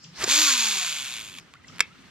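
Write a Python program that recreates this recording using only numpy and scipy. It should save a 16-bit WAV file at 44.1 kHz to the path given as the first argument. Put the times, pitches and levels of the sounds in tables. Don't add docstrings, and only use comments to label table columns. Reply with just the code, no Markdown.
import sys
import numpy as np
from scipy import signal
from scipy.fft import rfft, irfft, next_fast_len
from scipy.io import wavfile

SR = 44100
rng = np.random.default_rng(int(sys.argv[2]) if len(sys.argv) > 2 else 0)


def nominal_scale(level):
    x = np.asarray(level, float) / 20
    return 10 ** x


def master(y):
    cut = np.clip(np.atleast_2d(y).T, -1, 1)
    pcm = np.round(cut * 32767)
    wavfile.write(sys.argv[1], SR, pcm.astype(np.int16))


N = 92610
T = np.arange(N) / SR


def rms_one(x):
    return x / np.sqrt(np.mean(x ** 2) + 1e-20)


def curve(rows, x):
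    return np.interp(x, *np.transpose(rows))


def log_curve(rows, hz):
    return curve([(np.log(f), db) for f, db in rows], np.log(hz))


def filtered(x, order, hz, kind="low"):
    return signal.sosfilt(signal.butter(order, hz, kind, fs=SR, output="sos"), x)


def resonance(x, hz, width_hz):
    r = np.exp(-np.pi * width_hz / SR)
    poles = [1, -2 * r * np.cos(2 * np.pi * hz / SR), r * r]
    return signal.lfilter(np.array([1, 0, -1]) * (1 - r * r) / 2, poles, x)


def drift(rate_hz):
    r = np.exp(-80 * np.pi * rate_hz / SR)
    white = rng.standard_normal(N // 40 + 2002)
    slow = signal.lfilter([1], [1, -2 * r, r * r], white)[2000:]
    return np.interp(np.arange(N) / 40, np.arange(len(slow)), rms_one(slow))


def pair(apart, grains=1):
    mid, side = rng.standard_normal((2, N)) * grains
    treble = filtered(side, 4, 9500, "high")
    return mid + (np.clip(apart, 0, 1) * side + 0.8 * treble) * [[1], [-1]]


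def banded(spectrum, apart, patchy_db):
    out, together = 0, drift(1.9)
    white = [pair(apart), pair(apart)]
    edges = 25 * 2 ** np.arange(0, 9.6, .5)
    for k, (low, high) in enumerate(zip(edges, edges[1:])):
        db = log_curve(spectrum, np.sqrt(low * high))
        run_in = np.tile(white[k % 2], 2)[:, N // 2:]
        band = filtered(run_in, 2, [low, high], "band")[:, -N:]
        flicker_db = patchy_db * (2.25 * together + drift(31.0))
        out = out + nominal_scale(db + flicker_db) * band
    return rms_one(out)


def strikes(touches, modes, cut_hz):
    contact_s, spread_db = .00003, 1.0
    deck_db, deck_t60_s, deck_hz, deck_width_hz = -24, .15, 2300, 2200
    out, tick = np.zeros((2, N)), np.arange(SR // 20) / SR
    hz, db, t60 = np.transpose(modes)[:, :, None]
    draws = rng.standard_normal((len(touches), 3, len(modes) + 64))
    for (s, peak_db, dull), draw in zip(touches, draws):
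        ring_db = db - 60 * tick / t60 - 9 * dull * np.log2(1 + hz / 500)
        rings = np.sin(2 * np.pi * hz * tick) * nominal_scale(ring_db)
        rings = (rings * nominal_scale(spread_db * draw[0, 64:, None])).sum(axis=0)
        grit = 1 + .4 * draw[0, :64] + .2 * draw[1:, :64]
        scuff = grit * np.exp(-tick[:64] / contact_s)
        both = signal.fftconvolve(scuff, rings[None], axes=1)
        i = int(s * SR)
        out[:, i:i + both.shape[1]] += nominal_scale(peak_db) * both / np.abs(both).max()
    tail = pair(0.43)[:, :SR // 4]
    for _ in range(2):
        tail = resonance(tail, deck_hz, deck_width_hz)
    tail = tail * nominal_scale(-60 * T[:SR // 4] / deck_t60_s)
    deck = signal.fftconvolve(out, tail / np.linalg.norm(tail[0]), axes=1)[:, :N]
    return filtered(out + nominal_scale(deck_db) * deck, 4, cut_hz, "high")


def blips(rows, rise):
    out = 0
    for s, db, hz, long in rows:
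        t = T - s
        swell = np.exp(-(2 * t / long) ** 2)
        slide = 1 + rise * np.clip(t, -long, long) / long / 2
        out = out + nominal_scale(db) * np.sqrt(2) * swell * np.sin(2 * np.pi * hz * t * slide)
    return out


def lake_air():
    # (frequency [Hz], level [dB])
    wash = [(15, -44), (25, -14.5), (190, -1.5), (641, -19), (1290, -12.5), (2610, -14.5), (4030, -19.5),
            (8590, -29), (16000, -66)]
    level_db, stir_db, stir_s = -54, 3.0, 1
    stirred = nominal_scale(level_db + stir_db * np.exp(-(T / stir_s) ** 2))
    return stirred * banded(wash, apart=0.58, patchy_db=1.3)


def bird():
    # (time [s], level [dB])
    chips = [
        (-.1, -48),
        (0.0405, -50.5),
        (1.6803, -52.5),
    ]
    from_hz, to_hz, chip_s = 7500, 1800, .009
    lead_s, lead_db, lead_rise = 0.01333, 4, 0.087
    echo_s, echo_db, flutter = .0042, -4, .6
    woods_db, woods_t60_s = -9, .3
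    early = SR // 4
    out = np.zeros(N + early)
    tick = np.arange(int((lead_s + chip_s) * SR)) / SR - lead_s
    fall = np.clip(tick / chip_s, 0, 1)
    hz = from_hz * (to_hz / from_hz) ** fall * (1 + lead_rise * np.minimum(tick / lead_s, 0))
    held = nominal_scale(lead_db) * (1 - fall) * np.clip(3 * (1 + tick / lead_s), 0, 1)
    plunge = np.sin(np.pi * fall) ** .7
    note = np.sin(2 * np.pi * np.cumsum(hz) / SR) * (held + plunge)
    note = note * (1 + flutter * np.sin(2 * np.pi * 2.3 * fall - 1.6))
    for s, db in chips:
        i = int((s - lead_s) * SR) + early
        out[i:i + len(note)] += nominal_scale(db) * note
    tail = rng.standard_normal((2, SR // 2)) * nominal_scale(-60 * T[:SR // 2] / woods_t60_s)
    tail = tail / np.sqrt((tail ** 2).sum() / 2)
    woods = signal.fftconvolve(out[None], tail, axes=1)[:, early:N + early]
    direct = out[early:]
    direct = direct + nominal_scale(echo_db) * np.roll(direct, int(echo_s * SR))
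    return direct * nominal_scale([[2.5], [-2.5]]) + nominal_scale(woods_db) * 4 * woods


def insect():
    # (time [s], level [dB], length [s])
    pulses = [
        (0.037, -52.5, 0.04),
        (0.104, -59, .02),
        (1.39, -57.5, 0.036),
        (1.464, -85, 0.012),
        (1.757, -58, 0.027),
        (2.085, -72, 0.016),
    ]
    hiss = pair(0.78)
    for _ in range(2):
        hiss = resonance(hiss, 5060, 1400)
    return rms_one(hiss) * sum(nominal_scale(db) * np.exp(-((T - s) / long) ** 2) for s, db, long in pulses)


def low_thumps():
    # (time [s], level [dB], frequency [Hz], length [s]); the last three go with thumb and gear
    thumps = [(.06, -48.5, 150, 0.027), (.09, -47.5, 160, 0.024), (.13, -50, 171, 0.02),
              (.205, -51, 62.5, 0.047), (.3, -52, 71, 0.028), (1.6, -57, 87, 0.032), (1.7, -48, 130, 0.013),
              (.2425, -30, 378, 0.012), (.279, -28.5, 426, 0.0034), (1.812, -43, 490, 0.009)]
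    return blips(thumps, rise=-0.022)


def rod():
    # (time [s], level [dB])
    stroke = [
        (.12, -68),
        (.16, -53),
        (.185, -43.5),
        (.203, -33.5),
        (.228, -24),
        (.255, -31),
        (.28, -27),
        (.32, -39),
    ]
    # (frequency [Hz], level [dB])
    swish = [(35, -47), (100, -6), (416, -9), (904, -4.5), (1660, -2.5), (3840, -3.5), (7350, -11),
             (13200, -33.5), (15000, -44)]
    whistle_hz, octaves_per_s, width_hz = 5760, 11, 1850
    whistle_db, whistle_s, length_s = -43, 0.19, 0.041
    hz = whistle_hz * 2 ** np.clip(octaves_per_s * (T - whistle_s), -1, 1)
    flutter = filtered(pair(1.0), 2, width_hz / 2)
    whistle = rms_one(flutter * np.sin(2 * np.pi * np.cumsum(hz) / SR))
    whistle *= nominal_scale(whistle_db) * np.exp(-((T - whistle_s) / length_s) ** 2)
    stopping = np.clip((stroke[-1][0] - T) / 0.015, 0, 1)
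    effort = nominal_scale(curve(stroke, T)) * stopping * (T > stroke[0][0])
    return effort * banded(swish, apart=0.2, patchy_db=1.5) + whistle


def loose_ticks():
    # (time [s], peak level [dB], dullness [0-1, below 0 brighter])
    touches = [(.1425, -44, .6), (.178, -46, .9), (1.5385, -26, 0.16), (1.544, -47, .8), (1.549, -41, .2),
               (1.554, -38.5, .2), (1.639, -47, -.2), (1.751, -44, .6), (1.7605, -33, -0.48),
               (1.7675, -31.5, -0.23), (1.7838, -23.5, -0.2), (1.7945, -13, 0.079), (1.7975, -25, -0.056),
               (1.926, -51, .5)]
    # (frequency [Hz], level [dB], decay time to -60 dB [s])
    modes = [(1250, -23, 0.0035), (1870, -5, 0.0025), (2570, 4, .004), (3400, 5, .003), (4360, 1, 0.0037),
             (5250, -1, 0.0021), (6900, 2, 0.0036), (8100, -5, .003), (9500, -11, .002), (12500, -22, .002)]
    return strikes(touches, modes, cut_hz=900)


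def thumb_release():
    # (time [s], peak level [dB], dullness [0 bright, 1 and over dull])
    touches = [
        (.2362, -22, 1.5),
        (.2390, -8, .1),
        (.2416, -3, .05),
        (.2432, -8, .1),
        (.2475, -18, .3),
        (.2785, -20, .9),
    ]
    # (frequency [Hz], level [dB], decay time to -60 dB [s])
    modes = [(1140, -20.5, 0.0044), (2450, -6.5, 0.012), (3800, -11.5, 0.0058), (4430, 2.5, 0.00406),
             (5240, 15.5, .006), (6750, 16, .008), (12500, -5, .003)]
    return strikes(touches, modes, cut_hz=250)


def spool():
    # (time [s], speed [turns/s])
    spin = [(0.26, 202.9), (0.32, 278.6), (0.412, 313.4), (0.55, 250.1), (0.75, 198.1), (0.95, 149.6),
            (1.12, 119.9), (1.25, 104.3), (1.4, 82.7)]
    # (time [s], level [dB])
    pull = [
        (0.255, -36),
        (0.305, -21),
        (0.533, -22),
        (0.553, -25),
        (0.637, -23.5),
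        (1.171, -34.5),
        (1.375, -44),
        (1.385, -35.5),
        (1.41, -56),
    ]
    # (frequency [Hz], width [Hz], level [dB], gain per halving of speed [dB])
    frame = [(1082, 266, -11, -1.5), (1510, 250, -6.5, -2), (2455, 478, -2.5, -0.5), (3474, 516, 0.5, -1.5),
             (4480, 1160, -0.5, -5.5), (6880, 607, 3, -5), (8880, 2800, -12, -2.5),
             (13000, 12400, -20.5, -19)]
    # (multiple of turn rate, level at top speed [dB], loss per halving of speed [dB])
    hum_tones = [(1, -38.5, 24), (2, -51, 15.5), (3, -52, 19), (4, -42, 13.5), (5, -42.5, 16.5),
                 (6, -45, 13)]
    grains_per_s, turn_spread_db = 9000, 2
    slap_turn, slap_rise, slap_fall = .06, .08, 0.22
    between_fast, between_slow = 2.3, 0.34
    edge_hz, edge_db = 1017, 12
    speed = curve(spin, T)
    turns = np.cumsum(speed) / SR
    slower = np.log2(speed.max() / speed)

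    part, whole = (turns - slap_turn) % 1, (turns - slap_turn).astype(int)
    slap = (1 - np.exp(-part / slap_rise)) * np.exp(-part / slap_fall)
    slap = slap / slap.max() * nominal_scale(turn_spread_db * rng.standard_normal(N)[whole])
    between = between_fast * (between_slow / between_fast) ** (slower / 2)
    grains = rng.random(N) < grains_per_s / SR
    rasp = pair(0.22, grains) * (between + slap) / (between + .5)
    body = 0
    for k, (hz, width, db, gain_db) in enumerate(frame):
        sign = (-1) ** k
        body = body + sign * nominal_scale(db + gain_db * slower) * resonance(rasp, hz, width)
    body = filtered(body, 3, 560, "high")

    hum = 0
    for k, db, loss_db in hum_tones:
        sunk_db = edge_db * np.minimum(np.log2(k * speed / edge_hz), 0) if k > 2.5 else 0
        waver_db = (2.0 if k == 1 else 4.0) * drift(20.0)
        tone = np.sin(2 * np.pi * round(k) * turns + 2.5 * k)
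        hum = hum + nominal_scale(db - loss_db * slower + sunk_db + waver_db) * tone

    running = np.clip((T - pull[0][0]) / 0.027, 0, 1) * np.clip((pull[-1][0] - T) / 0.011, 0, 1)
    return running * (rms_one(body) * nominal_scale(curve(pull, T)) + np.sqrt(2) * hum)


def drips():
    # (time [s], level [dB], frequency [Hz], length [s])
    drops = [
        (1.499, -75, 1340, 0.026),
        (1.546, -54, 1150, 0.013),
        (1.558, -47.5, 1390, 0.0064),
        (1.571, -54, 2040, 0.0092),
        (1.604, -57, 1300, 0.012),
        (1.6475, -48, 2000, 0.0091),
        (1.700, -48.5, 1250, 0.0069),
        (1.731, -53, 1320, 0.009),
        (1.915, -56.5, 1330, 0.027),
        (1.953, -55, 1360, 0.0081),
    ]
    return blips(drops, rise=.1)


def gear_engage():
    # (time [s], peak level [dB], dullness [0-1])
    touches = [(1.8002, -29, .3), (1.8025, -30, 0.1), (1.8036, -22, .05), (1.8054, 3, 0.1),
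               (1.8059, 6, 0.36), (1.8068, 1, 0), (1.8077, 3, .05), (1.8098, -11, 0), (1.8118, -13, .05),
               (1.8140, -19, 0.2), (1.8205, -30, 0.8), (1.825, -22, 0.8)]
    # (frequency [Hz], level [dB], decay time to -60 dB [s])
    modes = [(1330, -38, 0.004), (1730, -12, 0.014), (2280, -13, 0.01), (2600, -0.5, 0.02),
             (3180, -4, 0.014), (3700, -2.5, 0.0068), (5030, 4.5, 0.0069), (5480, 0.5, 0.0053),
             (6830, -4, 0.0059), (7200, 5, 0.0046), (8200, -1, 0.0045), (8800, -14, .003),
             (11800, -14, .002)]
    return strikes(touches, modes, cut_hz=1200)


def ports(x):
    # (frequency [Hz], level [dB])
    balance = [(60, 0), (150, 0), (380, 0.5), (950, -2.5), (2380, 0.5), (5980, 1), (15000, -13.5)]
    lag_s = 4.0e-5
    size = next_fast_len(N + 512)
    hz = np.arange(size // 2 + 1) * SR / size
    tilt = log_curve(balance, hz + 1) / 2
    turn = np.exp(-1j * np.pi * hz * lag_s)
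    return irfft(rfft(x, size) * [nominal_scale(tilt) * turn, nominal_scale(-tilt) / turn], size)[:, :N]


def scene():
    lake = lake_air() + bird() + insect() + low_thumps() + drips()
    reel = rod() + loose_ticks() + thumb_release() + spool() + gear_engage()
    return ports(lake + reel)


def low_pass(x):
    return signal.sosfilt(signal.butter(12, 16510, fs=SR, output="sos"), x)


def record(dry):
    top = .9
    x = filtered(dry, 2, 39.5, "high")
    x = filtered(x, 6, 13700)
    x = top * np.tanh(x / top)
    mix = signal.sosfilt(signal.cheby2(10, 60, 16300, fs=SR, output="sos"), x)
    return low_pass(mix)


dry = scene()
out = record(dry)
master(out)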